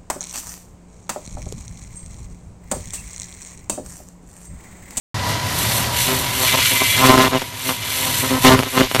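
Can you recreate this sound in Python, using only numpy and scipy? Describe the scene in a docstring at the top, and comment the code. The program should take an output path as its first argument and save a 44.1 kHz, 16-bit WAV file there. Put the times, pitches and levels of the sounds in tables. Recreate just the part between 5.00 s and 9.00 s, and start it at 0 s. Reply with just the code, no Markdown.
"""A sweeping pulsed laser burns a steel pipe joint clean, close to a phone microphone in a workshop.
The beam crosses the weld twice a sweep: pulses and grit pop, each crossing thumps and snaps, while noise
throbbing with the sweep makes sizzle and hiss, and sine lines whine. Lone flakes of scale crack off.
Behind is the roar of a cooling fan and extractor, coloured noise with wavering tones and a changing level.
The microphone rounds the loudest peaks and cuts the top."""
import sys
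import numpy as np
from scipy import signal
from scipy.fft import rfft, irfft
from scipy.io import wavfile
from scipy.ndimage import uniform_filter1d

SR = 44100
rng = np.random.default_rng(int(sys.argv[2]) if len(sys.argv) > 2 else 0)


def output_pcm(signal):
    """Save a mono or channel-first signal as 16-bit PCM at the path in sys.argv[1].

    Samples are clipped to [-1, 1] before scaling.
    """
    pcm = np.clip(np.atleast_2d(signal).T, -1, 1) * 32767
    wavfile.write(sys.argv[1], SR, np.round(pcm).astype(np.int16))


N = 176400
t = np.arange(N) / SR

# Drift of the hand, which moves the two weld crossings apart and together.
# Each row: time in seconds, distance either side of the turning point in sweep cycles.
SEAM_DRIFT = [(1.0, 0.2), (2.15, .19), (3.3, 0.24), (3.6, 0.21)]
# Bursts on the weld. Each row: time in seconds, level of the pops in dB.
POP_LEVEL = [(1.06, -40), (1.09, -21.5), (1.13, -22), (1.15, -30), (1.3, -46.5), (1.43, -24.5), (1.51, -33),
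             (1.55, -14), (1.56, -31), (1.59, -16.5), (1.6, -36), (1.7, -43), (1.72, -24.5), (1.8, -37),
             (1.82, -15.5), (1.85, -41), (1.95, -44), (1.97, -28), (2.05, -11), (2.08, -14.5), (2.1, -1.5),
             (2.12, -14), (2.14, -7), (2.157, -11), (2.165, -30), (2.175, -8), (2.18, -11), (2.28, -17),
             (2.3, -44), (2.32, -23.5), (2.36, -19.5), (2.38, -26), (2.4, -61), (2.42, -26), (2.44, -51),
             (2.63, -42.5), (2.7, -25.5), (2.76, -51), (3.06, -29), (3.21, -45), (3.24, -21), (3.29, -41),
             (3.31, -19.5), (3.38, -22.5), (3.41, -53), (3.43, -46), (3.45, -3), (3.46, -7), (3.553, -11),
             (3.56, -22), (3.58, -25), (3.6, -18.5), (3.62, -40), (3.66, -33), (3.67, -26.5), (3.7, -44),
             (3.75, -26.5), (3.78, -7.5), (3.79, -14.5), (3.815, -7), (3.822, -21), (3.84, -21),
             (3.87, -38)]
# Spectrum of the pops. Each row: frequency in Hz, density in dB per Hz.
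POP_COLOUR = [(26, -70), (45, 1), (119, -2.5), (271, 0), (404, -3.5), (539, 0.5), (803, -5), (1050, -0.5),
              (1400, -8.5), (2100, -17.5), (3170, -35), (9000, -62)]
# Weight and edge of the bursts. Each row: time in seconds, low thump in dB, sharp snap in dB, both over the pops.
THUMP_SNAP_LEVEL = [(1.2, -2, -9), (1.5, -13.5, -12), (2.3, -15, -9), (2.7, -14, -3), (3.3, -4.5, -9),
                    (3.45, -2, -10.5), (3.6, -7.5, -6.5), (3.85, -7, -6)]
# Spectrum of the thump. Each row: frequency in Hz, density in dB per Hz.
THUMP_COLOUR = [(130, -2.5), (260, 0.5), (400, 3.5), (620, -11)]
# Steady burning. Each row: time in seconds, level of the sizzle in dB, level of the high hiss in dB.
BURN_LEVEL = [(0.15, -33.5, -58), (0.31, -30, -26.5), (0.37, -29, -38), (0.55, -31, -27),
              (0.71, -24.5, -19), (0.9, -32.5, -30.5), (0.99, -23, -19), (1.26, -28.5, -25),
              (1.46, -23, -19), (1.48, -17, -19.5), (1.62, -19, -20.5), (1.89, -20.5, -21),
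              (2.04, -18, -19.5), (2.06, -13.5, -14), (2.1, -19.5, -22), (2.17, -27, -28.5),
              (2.21, -19, -27), (2.23, -17.5, -22.5), (2.32, -30, -32.5), (2.36, -23.5, -31.5),
              (2.39, -30, -30.5), (2.52, -38, -34.5), (2.7, -27, -22.5), (2.77, -33, -29),
              (2.92, -27.5, -23.5), (3.17, -26, -24), (3.3, -25, -24), (3.42, -29.5, -25.5),
              (3.45, -17, -16), (3.47, -11.5, -19), (3.54, -22.5, -25), (3.57, -29, -30),
              (3.65, -30.5, -32), (3.73, -30, -25.5), (3.81, -21, -20), (3.88, -30.5, -33),
              (3.944, -34, -29), (3.949, -19, -22), (3.975, -31, -34), (3.99, -33, -28), (4.0, -14, -23)]
# Spectrum of the sizzle, also of the rasp on the pops. Each row: frequency in Hz, density in dB per Hz.
SIZZLE_COLOUR = [(710, -31.5), (1200, -11), (1920, -5.5), (2010, -1), (2600, -4.5), (3000, -1),
                 (3200, -5.5), (3450, -2), (4770, -9.5), (7000, -11), (9100, -67)]
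# Spectrum of the high hiss. Each row: frequency in Hz, density in dB per Hz.
HISS_COLOUR = [(2650, -5), (4500, -1), (4790, -15.5), (6210, -0.5), (6510, -15.5), (7170, -1.5),
               (10100, -3.5), (11400, -1), (14200, -4)]
# Whistling lines from the pulse rate and the sweep. Each row: frequency in Hz, relative level in dB.
WHINE_LINES = [(2062, -2), (2213, -11), (2322, 0), (2470, -10), (2738, -8), (2832, -8), (2990, -9),
               (3092, -6), (3353, -4), (4123, -10)]
# Strength of the whine. Each row: time in seconds, level over the sizzle in dB.
WHINE_LEVEL = [(.15, -12), (1.3, -13), (1.55, -5), (1.95, -1.5), (2.1, -15), (2.9, -8), (3.3, -17.5)]
# Single flakes of scale that crack off; the click sounds CRACK_DELAY_S after the time given.
# Each row: time in seconds, peak in dB ahead of the microphone.
CRACKS = [(2.177, 1), (2.185, 3), (2.418, -7), (2.691, -2), (3.447, 3), (3.566, -14), (3.59, 2.5),
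          (3.625, -7), (3.632, -3.5), (3.871, -15), (3.9127, -4.5), (3.92, -15), (3.9468, 4), (3.9545, 1),
          (3.9622, 2), (3.97, -9), (3.9893, -6), (3.997, 10)]
# Spectrum of the cracks and snaps. Each row: frequency in Hz, density in dB per Hz.
CRACK_COLOUR = [(130, -2), (300, 1), (700, -1), (1500, -2.5), (3000, -6), (5000, -16.5), (10000, -32.5)]
# Fan and extractor behind. Each row: time in seconds, level of the roar with its tones in dB.
FAN_LEVEL = [(.14, -22.5), (1.0, -25), (1.54, -27), (1.93, -26), (2.1, -20.5), (2.3, -29), (2.5, -36),
             (2.75, -32.5), (3.21, -26), (3.4, -28), (3.52, -15), (3.71, -39.5), (3.82, -28), (3.88, -37.5),
             (4.0, -21)]
# Spectrum of the air roar. Each row: frequency in Hz, density in dB per Hz.
FAN_COLOUR = [(15, -41), (25, -15.5), (97, -4), (355, -16.5), (501, -16), (557, -11.5), (973, -15),
              (1140, -15.5), (1940, -19), (2160, -30), (4780, -20.5), (14200, -37)]
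# Wavering tones in the roar. Each row: frequency in Hz, width in Hz, level beside the roar in dB.
FAN_TONES = [(109, 30, -0.5), (962, 3.2, -7), (994.3, 18.5, -6.5), (1953, 38, -10), (4150, 43, -17)]

PULSE_HZ, SWEEP_HZ = 1031.2, 130.2
SWEEP_SAMPLES = round(SR / SWEEP_HZ)
SWEEP_MID, SEAM_WIDTH, GLOW_WIDTH = 0.893, 0.051, 0.097  # sweep cycles: turning point, spreads about the weld
BACK_DB, THUMP_BACK_DB = -4.5, -7.5  # return crossing against the outward one
SIZE_REPEAT, POP_REPEAT, SIZZLE_REPEAT = 0.4, 0.71, 0.47  # share kept from one sweep to the next
POP_SCATTER_DB, POP_GRIT_DB, RASP_DB = 3.5, 3, -14  # pulse size, grit over pulses, bright edge
POP_LAG_HZ = 500  # corner below which the lows trail
SNAP_SCATTER_DB = 3.5
SIZZLE_GATE, HISS_GATE = 0.94, 0.36  # swell near the weld
THROB_HZ, THROB_PEAK_S, THROB_DEPTH = 21.6, 1.813, 0.61
WHINE_FLICKER_DB = 2.5
CRACK_DELAY_S, CRACK_TAIL_S, CRACK_TAIL_DB = 0.0014, 0.0037, -16.5
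START_S, START_FADE_S = 0.1435, 0.00045
CLIP_AT, TOP_HZ = 1, 14050  # full-scale amplitude, microphone cutoff


def laser():
    """All the sound at the weld: bursts where scale blows off, and steady burning along the sweep."""
    effort = burst_level()
    smooth_effort = uniform_filter1d(effort, size=200)
    bursts = pops(effort)
    bursts = bursts + thump() * smooth_effort * curve(THUMP_SNAP_LEVEL)
    bursts = bursts + snaps() * smooth_effort * curve(THUMP_SNAP_LEVEL, axis=2)
    burning = (sizzle() + whine() * curve(WHINE_LEVEL)) * curve(BURN_LEVEL)
    return bursts + burning + hiss() * curve(BURN_LEVEL, axis=2)


def burst_level():
    """Gain of the bursts over time, silent outside the first and last table rows."""
    return curve(POP_LEVEL) * (t > POP_LEVEL[0][0]) * (t < POP_LEVEL[-1][0])


def pops(effort):
    """Laser pulses of uneven size and gritty noise, both strongest on the weld, coloured as pops."""
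    at = np.arange(int(N / SR * PULSE_HZ)) / PULSE_HZ
    scatter = repeating(len(at), round(PULSE_HZ / SWEEP_HZ), SIZE_REPEAT)
    pulses = clicks(at, seam(at, SEAM_WIDTH, BACK_DB) * undb(POP_SCATTER_DB * scatter))
    grit = seam(t, SEAM_WIDTH, BACK_DB) * repeating(N, SWEEP_SAMPLES, POP_REPEAT)
    blows = (unit(grit) * undb(POP_GRIT_DB) + unit(pulses)) * effort
    body = colour(lows_late(blows), POP_COLOUR)
    rasp = undb(RASP_DB) * colour(blows, SIZZLE_COLOUR)
    # colour() evens out the level, so the overall strength is put back
    return (body + rasp) * np.sqrt(np.mean(effort ** 2))


def thump():
    """Low push each time the beam passes over the weld, weaker on the way back."""
    return colour(lows_late(seam(t, SEAM_WIDTH, THUMP_BACK_DB)), THUMP_COLOUR)


def snaps():
    """One sharp click each time the beam crosses the weld, weaker on average on the way back."""
    turn = (np.arange(int(N / SR * SWEEP_HZ)) + SWEEP_MID) / SWEEP_HZ
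    apart = half_gap(turn) / SWEEP_HZ
    size = undb(SNAP_SCATTER_DB * rng.standard_normal((len(turn), 2)))
    outward = clicks(turn - apart, size[:, 0])
    back = clicks(turn + apart, size[:, 1] * undb(BACK_DB))
    return colour(lows_late(outward + back), CRACK_COLOUR)


def sizzle():
    """Flickering noise that partly repeats each sweep and swells near the weld."""
    swell = 1 + SIZZLE_GATE * seam(t, GLOW_WIDTH, 0)
    flicker = undb(2.02 * walk(200) + walk(14))
    return colour(swell * flicker * repeating(N, SWEEP_SAMPLES, SIZZLE_REPEAT), SIZZLE_COLOUR)


def whine():
    """Steady whistling sine lines that throb together and flicker alone."""
    throb = 1 + THROB_DEPTH * np.cos(2 * np.pi * THROB_HZ * (t - THROB_PEAK_S))
    lines = np.zeros(N)
    for hz, db in WHINE_LINES:
        level = undb(db + WHINE_FLICKER_DB * walk(24.88))
        lines += level * np.sin(2 * np.pi * (hz * t + rng.random()))
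    return unit(throb * lines)


def hiss():
    """High noise that flickers freely and swells a little near the weld."""
    swell = 1 + HISS_GATE * seam(t, GLOW_WIDTH, 0)
    flicker = undb(1.32 * walk(300) + 2.0 * walk(14))
    return colour(swell * flicker * rng.standard_normal(N), HISS_COLOUR)


def cracks():
    """Lone flakes crack off: a sharp coloured click with trailing lows and a short noisy tail."""
    rows = np.array(CRACKS)
    size = 1024
    one = colour(lows_late(np.eye(1, N)[0]), CRACK_COLOUR)[:size]
    tail = np.exp(-t[:size] / CRACK_TAIL_S) * rng.standard_normal(size)
    one = one + undb(CRACK_TAIL_DB) * abs(one).max() * tail
    hits = clicks(rows[:, 0] + CRACK_DELAY_S, undb(rows[:, 1]))
    return signal.fftconvolve(hits, one / abs(one).max())[:N]


def fan():
    """Broad air roar with a rumble, and tones that waver because they are narrowly filtered noise."""
    roar = colour(rng.standard_normal(N), FAN_COLOUR) * undb(2.6 * walk(8.5))
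    for hz, width, db in FAN_TONES:
        b, a = signal.iirpeak(hz, hz / width, fs=SR)
        roar = roar + undb(db) * unit(signal.lfilter(b, a, rng.standard_normal(N)))
    return unit(roar) * curve(FAN_LEVEL)


def half_gap(at):
    """Distance of the crossings from the turning point, in sweep cycles, as the hand drifts."""
    return np.interp(at, *np.array(SEAM_DRIFT).T)


def seam(at, width, back_db):
    """How squarely the beam sits on the weld: once going out, once coming back."""
    apart = half_gap(at)

    def closeness(mid):
        cycles = (SWEEP_HZ * at - mid + .5) % 1 - .5
        return np.exp(-.5 * (cycles / width) ** 2)

    return closeness(SWEEP_MID - apart) + undb(back_db) * closeness(SWEEP_MID + apart)


def repeating(count, lag, share):
    """Noise that the next sweep partly meets again, as the beam retraces the same metal."""
    a = np.zeros(lag + 1)
    a[0], a[-1] = 1, -share
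    return unit(signal.lfilter([1], a, rng.standard_normal(count)))


def clicks(at, size):
    """One click at each time, shared between neighbouring samples."""
    place = np.clip(at * SR, 0, N - 2)
    k, part = place.astype(int), place % 1
    return np.bincount(k, size * (1 - part), N) + np.bincount(k + 1, size * part, N)


def lows_late(x):
    """All-pass that lets the lows trail behind the click."""
    a = np.exp(-2 * np.pi * POP_LAG_HZ / SR)
    return signal.lfilter([-a, 1], [1, -a], x)


def walk(rate):
    """Random levels held 1 / rate s and slewed; spread near 1."""
    k = int(SR / rate)
    held = np.repeat(rng.standard_normal(N // k + 1), k)
    return 1.39 * uniform_filter1d(uniform_filter1d(held, k), k)[:N]


def colour(x, points, size=2048):
    """Causal minimum-phase filter through (Hz, dB) points, falling away outside them, at unit RMS."""
    rows = np.array(points)
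    hz = np.maximum(np.arange(size // 2 + 1) * SR / size, 1)
    octaves_out = np.maximum(np.log2(rows[0, 0] / hz), 0) + np.maximum(np.log2(hz / rows[-1, 0]), 0)
    db = np.interp(np.log(hz), np.log(rows[:, 0]), rows[:, 1]) - 10.7 * octaves_out
    # folding the cepstrum forward in time makes the filter causal
    cepstrum = irfft(np.log(undb(db)))
    cepstrum[1:size // 2] *= 2
    cepstrum[size // 2 + 1:] = 0
    return unit(signal.fftconvolve(x, irfft(np.exp(rfft(cepstrum))))[:N])


def curve(table, axis=1):
    """Gain over time from a dB column."""
    rows = np.array(table)
    return undb(np.interp(t, rows[:, 0], rows[:, axis]))


def undb(db):
    """Amplitude ratio from dB."""
    return 10 ** (np.asarray(db) / 20)


def unit(x):
    """Scale to an RMS of 1."""
    return x / np.sqrt(np.mean(x ** 2))


def scene():
    """Laser and cracks close by, fan behind, all starting abruptly after a short silence."""
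    start = np.clip((t - START_S) / START_FADE_S, 0, 1)
    return ((laser() + cracks() + fan()) * start)[None]


def record(dry):
    """The phone microphone rounds the loudest peaks and cuts the top."""
    wet = CLIP_AT * np.tanh(dry / CLIP_AT)
    return signal.sosfilt(signal.ellip(10, .2, 80, TOP_HZ, fs=SR, output="sos"), wet)


dry = scene()
out = record(dry)
output_pcm(out)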